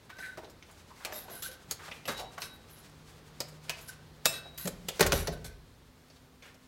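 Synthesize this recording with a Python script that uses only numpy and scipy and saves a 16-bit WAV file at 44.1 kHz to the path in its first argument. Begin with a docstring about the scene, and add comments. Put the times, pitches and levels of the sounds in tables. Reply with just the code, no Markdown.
"""A steel lever handle on a glazed door is worked by hand in an empty concrete building.
Blows of latch, lever and door are bursts of filtered noise; struck parts ring on as sums of damped sines.
The return spring scrapes and zings by uneven slipping friction; shoes and clothes rub as shaped noise.
A ventilation duct rumbles and hums, and the bare walls reverberate by convolution with decaying noise."""
import sys
import numpy as np
from scipy import signal
from scipy.fft import rfft, irfft, next_fast_len
from scipy.io import wavfile

SR = 44100
rng = np.random.default_rng(int(sys.argv[2]) if len(sys.argv) > 2 else 0)


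def store_pcm(level_fs):
    """Save levels as 16-bit WAV."""
    pcm = np.round(np.clip(level_fs, -1, 1) * 32767).astype(np.int16)
    wavfile.write(sys.argv[1], SR, np.atleast_2d(pcm).T)


N = 294279
TIME = np.arange(N) / SR
AGE = TIME[:SR]  # seconds since the onset of one sound

# Rumble of the duct. Each row: time in seconds, level in dB.
DUCT_LEVEL = [(0, -58), (1.2, -57.5), (1.7, -56.5), (2.7, -56.5), (4.3, -56.5), (6.67, -61.5)]
# Spectrum of the moving air. Each row: frequency in Hz, relative gain in dB.
AIR_SPECTRUM = [(15, -35), (25, -12), (64, -0.5), (107, -3.5), (152, -9), (200, -7), (248, -7),
                (299, -10.5), (449, -8), (672, -11.5), (905, -8), (1150, -7), (2730, -1), (4100, 6.5),
                (15800, 3.5)]
# Standing waves of a fan, each loudest as the microphone crosses its crest.
# Each row: frequency in Hz, level at the crest in dB, time of the crest in seconds, fall in dB per second.
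FAN_TONES = [(152.6, -57, 3.6, 5), (256, -64.5, 7.13, 5)]

# Rustle of moving clothes. Each row: time in seconds, level in dB before flutter and ticks.
RUSTLE_LEVEL = [(0, -74), (0.58, -74), (0.72, -64), (0.95, -66), (1.2, -61), (1.6, -64), (1.7, -67),
                (1.85, -57), (2.3, -64), (2.85, -64), (3.3, -70), (3.75, -60), (4.1, -70), (4.55, -70),
                (4.95, -59), (5.7, -78), (6.0, -75), (6.17, -68), (6.37, -78), (6.67, -70)]
# Spectrum of rubbed cloth. Each row: frequency in Hz, relative gain in dB.
CLOTH_SPECTRUM = [(150, -9.5), (600, -2), (1300, 2), (4800, -1), (8000, -4), (16000, -15)]

# Soles scuff the floor; the row at 3.68 s is a brief scrape leading into the click after it. # Each row: start
# in seconds, length in seconds before a common stretch, level in dB, centre in Hz.
SCUFFS = [(0.094, 0.012, -47, 1540), (0.375, 0.011, -42.5, 536), (0.43, 0.0091, -46.5, 426),
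          (0.685, 0.018, -55.5, 840), (1.0, 0.076, -53.5, 1190), (1.058, 0.063, -49.5, 570),
          (1.28, 0.015, -48.5, 740), (1.79, 0.06, -51.5, 1310), (1.879, 0.0071, -42, 1040),
          (2.081, 0.019, -36, 1190), (2.378, 0.0073, -39, 1050), (3.406, 0.0055, -49, 614),
          (3.68, 0.012, -52, 1900), (6.421, 0.044, -54.5, 1860)]
# Rubber grips and squeaks.
# Each row: start in seconds, length in seconds before a common stretch, level in dB, pitch in Hz.
SQUEAKS = [(0.225, 0.023, -45, 1810), (0.903, 0.013, -54.5, 1020), (1.912, 0.0083, -39, 2620),
           (2.185, 0.034, -44.5, 770), (4.456, 0.0099, -46.5, 640)]

# The spring drags over its seat. Each row: start in seconds, length in seconds, rise in seconds,
# final zing pitch in Hz, zing level in dB, scrape level in dB, level of the spring's note in dB.
SPRING_DRAGS = [(0.11, 0.1, 0.012, 11300, -80, -75, -53), (0.182, 0.11, 0.0035, 11100, -64, -54, -46),
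                (0.295, 0.036, .01, 11300, -80, -77, -50.5),
                (1.126, 0.076, 0.011, 11650, -42.5, -47.5, -57), (1.23, 0.02, .006, 10900, -51, -73, -60),
                (1.3, 0.11, 0.0093, 11060, -48.5, -54, -57),
                (1.421, 0.06, 0.0016, 10730, -41.5, -43.5, -48.5),
                (1.512, 0.033, 0.0011, 10700, -54, -57, -53.5),
                (2.165, 0.053, 0.0082, 11300, -60, -44.5, -62),
                (2.396, 0.066, 0.02, 11000, -49, -45.5, -47), (2.525, 0.039, 0.007, 10800, -61, -83, -75),
                (2.697, 0.057, .006, 10800, -56, -68, -72), (2.77, 0.042, 0.0073, 10100, -58.5, -77, -74),
                (3.809, 0.054, 0.0026, 11200, -57.5, -64, -70), (3.875, 0.026, 0.0044, 9450, -44, -51, -47),
                (4.32, 0.06, .004, 11500, -53, -45, -50.5), (4.576, 0.099, .0003, 11400, -44, -48.5, -61),
                (5.134, 0.082, 0.0027, 11070, -39.5, -40, -62),
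                (5.318, 0.027, 0.0076, 10300, -53, -49, -47),
                (5.443, 0.035, 0.0018, 11000, -53, -48.5, -52.5)]
# Fizz of the coil. Each row: frequency in Hz, relative gain in dB.
FIZZ_SPECTRUM = [(5000, -36), (9500, -4), (13000, -1), (16000, 5)]
# Spectrum of metal scraping on metal. Each row: frequency in Hz, relative gain in dB.
SCRAPE_SPECTRUM = [(200, -4.5), (900, -7.5), (1600, 1), (2700, -2.5), (4200, 1), (8000, -4.5),
                   (16000, -16.5)]

# Dry contacts of latch and lock. Each row: start in seconds, nominal peak in dB, nominal knock in dB,
# treble in dB, resonance of the struck spot in Hz, rise in seconds.
LATCH_CLICKS = [(0.168, -52, -66, -65, 2100, .0002), (0.186, -38, -55, -69, 1910, 0.0012),
                (0.3732, -41.5, -51, -57, 1300, 0.000091), (0.4452, -48, -60, -68, 3800, 0.00024),
                (0.498, -53, -79, -57, 5000, 0.00046), (0.6251, -44.5, -79, -70, 2200, 0.00011),
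                (0.711, -66, -77, -59, 4950, .0005), (1.049, -27.5, -49, -35.5, 2500, 0.00011),
                (1.1227, -35, -53.5, -53, 1680, .0005), (1.2989, -47, -50.5, -55, 1150, .0003),
                (1.331, -48.5, -56, -55, 3300, .0002), (1.4235, -36, -63, -39.5, 3460, .0002),
                (1.514, -49, -64, -58, 5200, .0002), (1.711, -30.5, -50, -30, 4700, 0.000092),
                (1.7205, -38, -59, -54, 4400, .0002), (1.8803, -50, -55, -72, 1300, .0002),
                (1.913, -37, -59, -60, 2620, .0003), (2.054, -34, -53, -50, 2700, 0.00064),
                (2.119, -42, -49, -48, 1500, .0002), (2.195, -37, -47, -48, 2900, .0005),
                (2.3806, -44, -54, -56, 1700, .0003), (3.4039, -26.5, -41, -35.5, 4730, 0.000041),
                (3.483, -50, -80, -53, 2200, .001), (3.6954, -22, -48, -35, 2560, .0001),
                (3.812, -56, -77, -53, 5000, .0005), (3.8842, -40, -78, -43.5, 5170, .002),
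                (4.578, -49, -76, -45, 4200, .0002), (4.8847, -23.5, -42, -32, 3300, 0.0013),
                (5.444, -44, -53, -47, 4080, 0.00053), (6.1, -52, -66, -71, 4750, .0002),
                (6.16, -51, -70, -69, 3980, .002), (6.424, -48, -64, -75, 3500, .001),
                (6.459, -54, -63, -61, 2200, .002), (6.542, -56, -68, -61, 5500, .002)]
# Resonant colour of the lock case. Each row: frequency in Hz, relative gain in dB.
CASE_SPECTRUM = [(40, -24), (150, 8.5), (300, -1), (430, 6), (620, 9), (950, 3), (2000, 4), (3000, 2),
                 (6000, 2.5), (9000, -5), (12000, -5.5), (16000, -9.5)]

# Dull thuds, of the door and of a footfall, each in one resonance. # Each row: start in seconds, nominal level
# in dB, frequency in Hz, t60 in seconds.
DULL_THUDS = [(1.122, -39.5, 617, .09), (1.252, -40, 760, 0.07), (1.308, -39, 677, .08),
              (1.392, -45, 488, 0.073), (1.486, -39.5, 518, 0.064), (1.682, -38, 156, .07),
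              (2.089, -35, 234, 0.11), (2.211, -40, 790, .08), (4.647, -29, 179.6, 0.22),
              (4.654, -34, 573, 0.16), (4.843, -36.5, 180, 0.23), (4.887, -40, 546, 0.12),
              (5.009, -21, 650, .045), (5.014, -25, 428, .05), (5.02, -31, 173, .1),
              (5.056, -27, 553, .07), (5.288, -38.5, 166.2, 0.33), (5.425, -46, 160.6, 0.36)]

# A loose washer tings. Each row: start in seconds, level in dB.
WASHER_TINGS = [(2.056, -51), (2.08, -43.5)]
# Modes of the washer. Each row: frequency in Hz, relative level in dB, t60 in seconds.
WASHER_MODES = [(8500, -9, .12), (11560, -0.5, 0.21), (11690, -9, .14)]

# The lever hits its stop. Each row: start in seconds, nominal peak in dB, nominal knock in dB, treble in dB,
# t60 in seconds, rise in seconds, ring in dB, hum of the bar in dB, grip of the hand from 0 to 3.
LEVER_BLOWS = [(2.076, -32, -46.5, -42, 0.19, 0.0035, -47, -41.5, 1.4),
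               (2.419, -30.5, -56, -53, 0.085, .0003, -46, -50.5, 1.1),
               (4.256, -11.5, -31.5, -20, 0.041, 0.00014, -29.5, -36, 0.02)]
# Modes of the lever. Each row: frequency in Hz, relative level in dB, t60 in seconds without a grip.
LEVER_MODES = [(1530, -19, .4), (2576, -13, .24), (2640, -4, .38), (3745, -10, .2), (3782, -7, .18),
               (5258, -7, .38), (6837, -13, .22), (7589, -2, .18), (8480, -6.5, .29), (8557, -7.5, .29),
               (10215, -5, .23), (11510, -10, .18), (12130, -9, .27), (14230, -13, .2), (15690, -8, .16)]

# The door knocks in its frame. Each row: start in seconds, nominal peak in dB, nominal knock in dB,
# ring of the leaf in dB, treble in dB, resonance of the struck spot in Hz, rise in seconds.
DOOR_KNOCKS = [(2.087, -32, -52, -43.5, -48, 2100, 0.0012), (4.654, -34, -44, -41, -39, 1500, 0.0018),
               (4.673, -27, -40, -41.5, -29.5, 3100, 0.0019), (4.9943, -22, -34.5, -26, -33, 1900, 0.00085),
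               (5.0071, -12, -25, -19.5, -19.5, 5500, 0.00056), (5.0161, -33, -32, -27, -37, 1900, .0005),
               (5.0264, -17, -47, -47, -34, 1600, 0.00059), (5.056, -43, -36, -36, -52, 1300, .001),
               (5.0635, -20.5, -35, -53, -25.5, 1800, 0.0015),
               (5.1207, -16, -28.5, -35, -27, 3000, 0.00054),
               (5.128, -23.5, -30.5, -30, -37, 1900, 0.00073),
               (5.2718, -25, -39.5, -34, -38, 4230, 0.00046), (5.281, -39, -36.5, -37.5, -51, 2100, .001)]
# Modes of the door leaf. Each row: frequency in Hz, relative level in dB for a hard knock, t60 in seconds.
LEAF_MODES = [(104, -20, .3), (163, -11, 0.22), (235, -13, .2), (283, -10, 0.15), (328, -11, .13),
              (394, 1, 0.085), (432, 2, 0.06), (460, -6, .08), (566, -2.5, 0.055), (637, -3.5, 0.045),
              (705, -4, .035), (844, -16, 0.1), (1073, -14, .14), (1515, -12, .11), (1848, -10, 0.11),
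              (1964, -14, .16)]
# Slow flexing of the glazed door. Each row: frequency in Hz, relative level in dB, t60 in seconds.
PANE_MODES = [(38, -2, 0.56), (55.8, 0, 1.0)]
# Rumble of the swaying door. Each row: frequency in Hz, relative gain in dB.
SWAY_SPECTRUM = [(22, -24), (36, 5), (55, -2), (80, 0.5), (150, -9), (230, -18), (600, -53)]

# Modes of the latch bolt. Each row: frequency in Hz, relative level in dB, t60 in seconds.
BOLT_MODES = [(3537, -3, 0.15), (4020, -4, 0.05)]
# Reverberation of the hall. Each row: frequency in Hz, t60 in seconds.
HALL_T60 = [(60, 0.75), (200, 0.77), (1000, 0.53), (3500, 0.42), (8000, 0.22), (16000, 0.15)]

# clothes: rate of faint ticks, their level over the rustle, its spread, their decay
TICKS_PER_S, TICK_DB, TICK_SPREAD_DB, TICK_T60_S = 2.5, 7, 2.5, 0.015
# shoes: width of the resonance that each kind of rub excites, and the stretch of all lengths
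SCUFF_OCTAVES, SQUEAK_OCTAVES, RUB_STRETCH = 1, 0.34, 1.89
# uneven pressure on the coil: wander of the zing in pitch and in level
ZING_WANDER_HZ, PRESSURE_DB = 250, 1.7
# the spring's note, its ring once the rub lets go, and its unsteadiness in pitch and level
NOTE_HZ, NOTE_T60_S, NOTE_WANDER_HZ, NOTE_FLUTTER_DB = 1525, 0.1, 26, 3.5
OVERTONE_HZ, OVERTONE_DB = 3850, -16  # the note's faint upper partial
# tiny slips within a scrape: rate, height, decay
SLIPS_PER_S, SLIP_DB, SLIP_T60_S = 90, 1, .009
# parts slide before they strike: how long, level relative to the blow's nominal peak
SLIDE_S, SLIDE_DB = 0.011, -30.5
# ring of a firm click and its peak; a click this much harder dies twice as fast
CLICK_T60_S, FIRM_DB, HALVING_DB = 0.058, -23.5, 63
SPOT_DB, SPOT_OCTAVES = 10.5, 0.24  # height for a click, and width, of the struck spot's resonance
RISE_CYCLES = 0.62  # time constant of a mode's build-up, in its own cycles
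BUMP_RISE_S = 0.0046  # time constant of a thud's swell
PING_S, PING_DB = 5.445, -46  # the bolt springs home
STOP_SPOT_HZ, STOP_SPOT_DB = 3970, 4.5  # resonance of the lever's stop
# the bar's longest mode: pitch, split of its twin, the twin's level, decay
BAR_HZ, SPLIT_HZ, TWIN_DB, BAR_T60_S = 3845, 9.3, -6, .72
THUMP_T60_S, LEAF_LAG_S = 0.048, 0.00199  # decay of the bolt's knock; the leaf follows it
BOOM_DB, BOOM_RISE_S = -12, 0.043  # sway of the leaf relative to its ring, and its build-up
RUMBLE_DB, RUMBLE_T60_S = 1, 1  # loose rumble within the sway, and its decay
# a hard knock's ring; dB per octave lost for each dB softer, around the pivot
HARD_DB, SOFT_TILT, PIVOT_HZ = -20, 0.16, 390
# share of each source sent into the hall
LATCH_HALL_DB, LEVER_HALL_DB, DOOR_HALL_DB, RUB_HALL_DB = -11.5, -13.5, -12, -9.5
TOP_HZ = 15900  # upper band limit


def amp(db):
    """Level: decibels to an amplitude ratio."""
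    return 10 ** (np.asarray(db) / 20)


def unit(x):
    """Normalisation: scale a signal to rms 1."""
    return x / np.sqrt(np.mean(x ** 2) + 1e-20)


def along(points, hz):
    """Spectral envelope: (Hz, value) points interpolated on a logarithmic frequency axis."""
    f, v = np.transpose(points)
    return np.interp(np.log(hz + 1), np.log(f + 1), v)


def curves(rows):
    """Time envelope: one value per sample for each column after the time."""
    s, *cols = np.transpose(rows)
    return [np.interp(TIME, s, c) for c in cols]


def noise(gain, size=SR):
    """Filtered noise: a random signal of rms 1, coloured by a gain that depends on frequency."""
    spectrum = rfft(rng.standard_normal(size))
    return unit(irfft(spectrum * gain(np.fft.rfftfreq(size, 1 / SR)), size))


def fade(t60):
    """Exponential damping: the level falls 60 dB in t60 seconds; the curve spans one second."""
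    return np.exp(-np.log(1000) * AGE / max(t60, .001))


def stroke(length, rise, release):
    """Friction envelope: a rub swells, holds for its length and lets go."""
    return (1 - np.exp(-AGE / rise)) / (1 + (AGE / length) ** release)


def ring(modes, scatter_db, waver_db, waver_hz):
    """Modal synthesis: damped sines, the low ones slower to start, each wavering in level on its own."""
    out = np.zeros(SR)
    for hz, db, t60 in modes:
        waver = np.interp(AGE * waver_hz, np.arange(100), rng.standard_normal(100))
        swell = fade(t60) * (1 - np.exp(-AGE * hz / RISE_CYCLES))
        level = amp(db + scatter_db * rng.normal() + waver_db * waver)
        out += level * swell * np.sin(2 * np.pi * (hz * AGE + rng.random()))
    return out


def add(track, s, sound):
    """Superposition: mix a sound into a track from a time in seconds."""
    part = track[max(round(s * SR), 0):][:len(sound)]
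    part += sound[:len(part)]


def ribs(hz, depth_db, spacing_hz):
    """Modal density: the many narrow resonances of small metal parts, new at each contact point."""
    knots = rng.standard_normal(1000)
    return amp(depth_db * np.interp(hz / spacing_hz, np.arange(len(knots)), knots))


def ventilation(hiss_db=-72.0):
    """Flow noise and tones: duct rumble, a thin steady hiss and two slightly unsteady fan tones."""
    rumble_db, = curves(DUCT_LEVEL)
    rumble = noise(lambda hz: amp(along(AIR_SPECTRUM, hz)) / (1 + (hz / 700) ** 2), size=N)
    hiss = noise(lambda hz: amp(along(AIR_SPECTRUM, hz)) * hz / (hz + 700), size=N)
    out = amp(rumble_db) * rumble + amp(hiss_db) * hiss
    for hz, db, crest_s, fall in FAN_TONES:
        waver_db = 2.0 * noise(lambda f: f < 5, size=N)
        level = amp(db - fall * np.abs(TIME - crest_s) + waver_db)
        out += level * np.sqrt(2) * np.sin(2 * np.pi * hz * TIME)
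    return out


def clothes(count=40):
    """Fibre friction: moving cloth rustles unevenly and ticks now and then, both louder with more movement."""
    rustle_db, = curves(RUSTLE_LEVEL)
    ticks = np.zeros(N)
    starts = np.cumsum(rng.exponential(size=count)) / TICKS_PER_S
    for s, size in zip(starts, rng.standard_normal(count)):
        add(ticks, s, amp(TICK_DB + TICK_SPREAD_DB * size) * fade(TICK_T60_S))
    flutter = amp(4.2 * noise(lambda hz: hz < 14, size=N))
    return amp(rustle_db) * (flutter + ticks) * noise(lambda hz: amp(along(CLOTH_SPECTRUM, hz)), size=N)


def grit(depth_db, rate_hz, catch_db, catches_per_s=45):
    """Uneven friction: a quick flutter of level, and sparse catches that tick."""
    flutter = amp(depth_db * noise(lambda hz: hz < rate_hz))
    snags = (rng.random(SR) < catches_per_s / SR) * amp(catch_db)
    return flutter * (1 + signal.fftconvolve(snags, fade(0.0045))[:SR])


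def shoes():
    """Friction-driven resonance: uneven rubs around one centre, broad for a scuff, narrow for a squeak."""
    out = np.zeros(N)
    for rows, octaves in (SCUFFS, SCUFF_OCTAVES), (SQUEAKS, SQUEAK_OCTAVES):
        for s, length, db, centre_hz in rows:
            rub = noise(lambda hz: 1 / (1 + (np.log2((hz + 1) / centre_hz) / octaves) ** 2) ** 1.31)
            gritty = unit(rub * grit(depth_db=0.5, rate_hz=370, catch_db=0))
            add(out, s, amp(db) * gritty * stroke(RUB_STRETCH * length, rise=0.0015, release=4.2))
    return out


def zing(end_hz, sag_hz=1300, glide_s=0.035, width_hz=950, slip_hz=150, fizz_db=-8):
    """Stick-slip: uneven slips excite a high resonance that sinks as the coil relaxes, in a wider fizz."""
    centre_hz = end_hz + sag_hz * np.exp(-AGE / glide_s) + ZING_WANDER_HZ * noise(lambda hz: hz < 35)
    # slow noise times a gliding sine makes a band around the centre
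    slow = noise(lambda hz: np.exp(-.5 * (hz / width_hz) ** 2))
    band = unit(slow * np.sin(2 * np.pi * np.cumsum(centre_hz) / SR))
    fizz = noise(lambda hz: amp(along(FIZZ_SPECTRUM, hz)) * ribs(hz, depth_db=-3.0, spacing_hz=251))
    slips = np.cumsum(slip_hz * (1 + 0.4 * noise(lambda hz: hz < 60))) / SR
    pressure = amp(PRESSURE_DB * noise(lambda hz: hz < 45))
    catching = (1 + .35 * np.cos(2 * np.pi * slips)) * pressure
    return unit((band + amp(fizz_db) * fizz) * catching)


def slipping():
    """Intermittent slip: a rub moves in many small slips of uneven size, each a brief spike of level."""
    slips = (rng.random(SR) < SLIPS_PER_S / SR) * rng.uniform(.5, 1, SR)
    return 1 + amp(SLIP_DB) * signal.fftconvolve(slips, fade(SLIP_T60_S))[:SR]


def spring_note(rub):
    """Driven resonance: the rub pumps the spring's narrow note, which flutters and rings on after it."""
    tail = fade(NOTE_T60_S)
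    swell = signal.fftconvolve(rub, tail / tail.sum())[:SR]
    cycles = np.cumsum(NOTE_HZ + NOTE_WANDER_HZ * noise(lambda hz: hz < 50)) / SR
    overtone = np.sin(2 * np.pi * cycles * OVERTONE_HZ / NOTE_HZ)
    tone = np.sin(2 * np.pi * cycles) + amp(OVERTONE_DB) * overtone
    return swell * unit(tone * amp(NOTE_FLUTTER_DB * noise(lambda hz: hz < 60)))


def spring():
    """Sliding friction: each drag is a gritty scrape with a zing on top and the spring's own note."""
    out = np.zeros(N)
    for s, length, rise, zing_hz, zing_db, scrape_db, note_db in SPRING_DRAGS:
        rough = noise(lambda hz: amp(along(SCRAPE_SPECTRUM, hz)) * ribs(hz, depth_db=4.5, spacing_hz=112))
        scrape = unit(slipping() * rough)
        rub = stroke(length, rise, release=5.3)
        friction = (amp(zing_db) * zing(zing_hz) + amp(scrape_db) * scrape) * rub
        add(out, s, friction + amp(note_db) * spring_note(rub))
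    return out


def slides():
    """Pre-contact friction: before every blow the parts slide over each other with growing level."""
    out = np.zeros(N)
    for s, peak_db, *_ in LATCH_CLICKS + LEVER_BLOWS + DOOR_KNOCKS:
        scrape = noise(lambda hz: amp(along(SCRAPE_SPECTRUM, hz)))
        ramp = (AGE / SLIDE_S) * (AGE < SLIDE_S)
        add(out, s - SLIDE_S, amp(peak_db + SLIDE_DB) * scrape * ramp)
    return out


def contact(peak_db, knock_db, treble_db, t60, rise, spot_hz=2000, spot_db=0, crest_db=5.5,
            crack_db=-5, crack_t60=0.0064, rebound_db=-17.0, rebound_s=0.0049):
    """Impact: a sharp crack and a rebound, with the dense, short ringing of the lock case."""
    spot = lambda hz: spot_db / (1 + (np.log2((hz + 1) / spot_hz) / SPOT_OCTAVES) ** 2)
    case = lambda hz: amp(along(CASE_SPECTRUM, hz) + spot(hz))
    colour = lambda hz: case(hz) * ribs(hz, depth_db=3.2, spacing_hz=70)
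    knock = noise(lambda hz: amp(along(CASE_SPECTRUM, hz)) / (1 + (hz / 900) ** 6))
    body = noise(lambda hz: colour(hz) * (hz > 900) * (hz < 6500))
    treble = noise(lambda hz: colour(hz) * (hz > 6500))
    blow = (amp(crack_db) * fade(crack_t60) + fade(t60)) * (1 - np.exp(-AGE / rise))
    add(blow, rebound_s * rng.uniform(0.31, 1.6), amp(rebound_db) * fade(1.75 * t60))
    # heavy parts start late and ring longer than the crack
    swing = amp(9.0) * fade(1.38 * t60) * (1 - np.exp(-AGE / 0.0026))
    bright = amp(peak_db - crest_db) * body + amp(treble_db) * treble
    return amp(knock_db) * knock * swing + bright * blow


def latch():
    """Contact damping: loose metal clicks; the harder the parts are pressed together, the sooner they fall still."""
    out = np.zeros(N)
    for s, peak_db, knock_db, treble_db, spot_hz, rise in LATCH_CLICKS:
        t60 = CLICK_T60_S * 2 ** ((FIRM_DB - peak_db) / HALVING_DB)
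        add(out, s, contact(peak_db, knock_db, treble_db, t60, rise, spot_hz, SPOT_DB))
    return out


def bumps():
    """Single resonance: each soft thud booms in one damped mode."""
    out = np.zeros(N)
    for s, db, hz, t60 in DULL_THUDS:
        boom = ring([(hz, db, t60)], scatter_db=.5, waver_db=2.5, waver_hz=50)
        add(out, s, boom * (1 - np.exp(-AGE / BUMP_RISE_S)))
    return out


def washer():
    """Free vibration of a small plate: a loose washer on the spindle tings high."""
    out = np.zeros(N)
    for s, db in WASHER_TINGS:
        add(out, s, amp(db) * ring(WASHER_MODES, scatter_db=1, waver_db=2, waver_hz=90))
    return out


def lever():
    """Modal damping: the struck lever rings on; a grip damps short modes and spares the beating hum of the bar."""
    out = np.zeros(N)
    # rose and spindle add a crowd of faint, high partials
    rose = [(hz, -18, .24) for hz in rng.uniform(5000, 14000, size=30)]
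    longest = max(t60 for hz, db, t60 in LEVER_MODES)
    # two close pitches beat
    twin = np.sin(2 * np.pi * (BAR_HZ + SPLIT_HZ) * AGE)
    pair = np.sin(2 * np.pi * BAR_HZ * AGE) + amp(TWIN_DB) * twin
    hum = pair * fade(BAR_T60_S) * (1 - np.exp(-AGE / 0.0083))
    for s, *blow, ring_db, hum_db, grip in LEVER_BLOWS:
        held = [(hz, db, t60 * (t60 / longest) ** max(grip, 0)) for hz, db, t60 in LEVER_MODES + rose]
        metal = ring(held, scatter_db=.7, waver_db=1.6, waver_hz=50)
        strike = contact(*blow, STOP_SPOT_HZ, STOP_SPOT_DB)
        add(out, s, strike + amp(ring_db) * metal + amp(hum_db) * hum)
    return out


def door():
    """Plate excitation: bolt knocks on plate, the leaf rings (soft knocks favour low modes) and sways."""
    out = np.zeros(N)
    for s, peak_db, knock_db, leaf_db, treble_db, spot_hz, rise in DOOR_KNOCKS:
        add(out, s, contact(peak_db, knock_db, treble_db, THUMP_T60_S, rise, spot_hz, spot_db=1.5))
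        tilt = SOFT_TILT * (leaf_db - HARD_DB)  # dB per octave
        modes = [(hz, db + tilt * np.log2(hz / PIVOT_HZ), t60) for hz, db, t60 in LEAF_MODES]
        leaf = ring(modes, scatter_db=1.2, waver_db=2, waver_hz=50)
        sway = ring(PANE_MODES, scatter_db=.5, waver_db=2, waver_hz=14)
        rumble = noise(lambda hz: amp(along(SWAY_SPECTRUM, hz))) * fade(RUMBLE_T60_S)
        boom = (sway + amp(RUMBLE_DB) * rumble) * (1 - np.exp(-AGE / BOOM_RISE_S))
        add(out, s + LEAF_LAG_S, amp(leaf_db) * (leaf + amp(BOOM_DB) * boom))
    return out


def bolt():
    """Free vibration: the bolt springs home and pings in its own modes."""
    out = np.zeros(N)
    add(out, PING_S, amp(PING_DB) * ring(BOLT_MODES, scatter_db=1, waver_db=2, waver_hz=20))
    return out


def hall(x, size=8192):
    """Reverberation: bare walls answer with a tail whose treble dies first; its pattern changes as the microphone moves."""
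    out = np.zeros(N)
    # overlapping windowed pieces, each with a new random tail
    for start in range(0, N, size // 2):
        hz, t, z = signal.stft(rng.standard_normal(SR), SR, nperseg=256)
        decay = np.exp(-np.log(1000) * t / along(HALL_T60, hz)[:, None])
        tail = signal.istft(z * decay, SR, nperseg=256)[1][:SR]
        tail = tail * (1 - np.exp(-AGE / 0.011))
        piece = x[start:start + size]
        windowed = piece * np.hanning(size)[:len(piece)]
        add(out, start / SR, signal.fftconvolve(windowed, tail / np.linalg.norm(tail)))
    return out


def scene():
    """Direct and reverberant fields: the near sources, the hall's answer to them, and the ventilation."""
    sources = [(slides() + latch() + bolt() + washer(), LATCH_HALL_DB),
               (lever(), LEVER_HALL_DB),
               (door() + bumps(), DOOR_HALL_DB),
               (spring() + shoes() + clothes(), RUB_HALL_DB)]
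    near = sum(sound for sound, db in sources)
    sent = sum(amp(db) * sound for sound, db in sources)
    return (near + hall(sent) + ventilation())[None]


def record(dry, low_cut_hz=30):
    """Band limitation: the microphone sheds the deepest rumble; nothing is kept above the band limit."""
    size = next_fast_len(N + SR)
    high_pass = signal.butter(N=4, Wn=low_cut_hz, btype="high", fs=SR, output="sos")
    thinned = signal.sosfilt(high_pass, dry)
    return irfft(rfft(thinned, size) * (np.fft.rfftfreq(size, 1 / SR) < TOP_HZ), size)[:, :N]


dry = scene()
out = record(dry)
store_pcm(out)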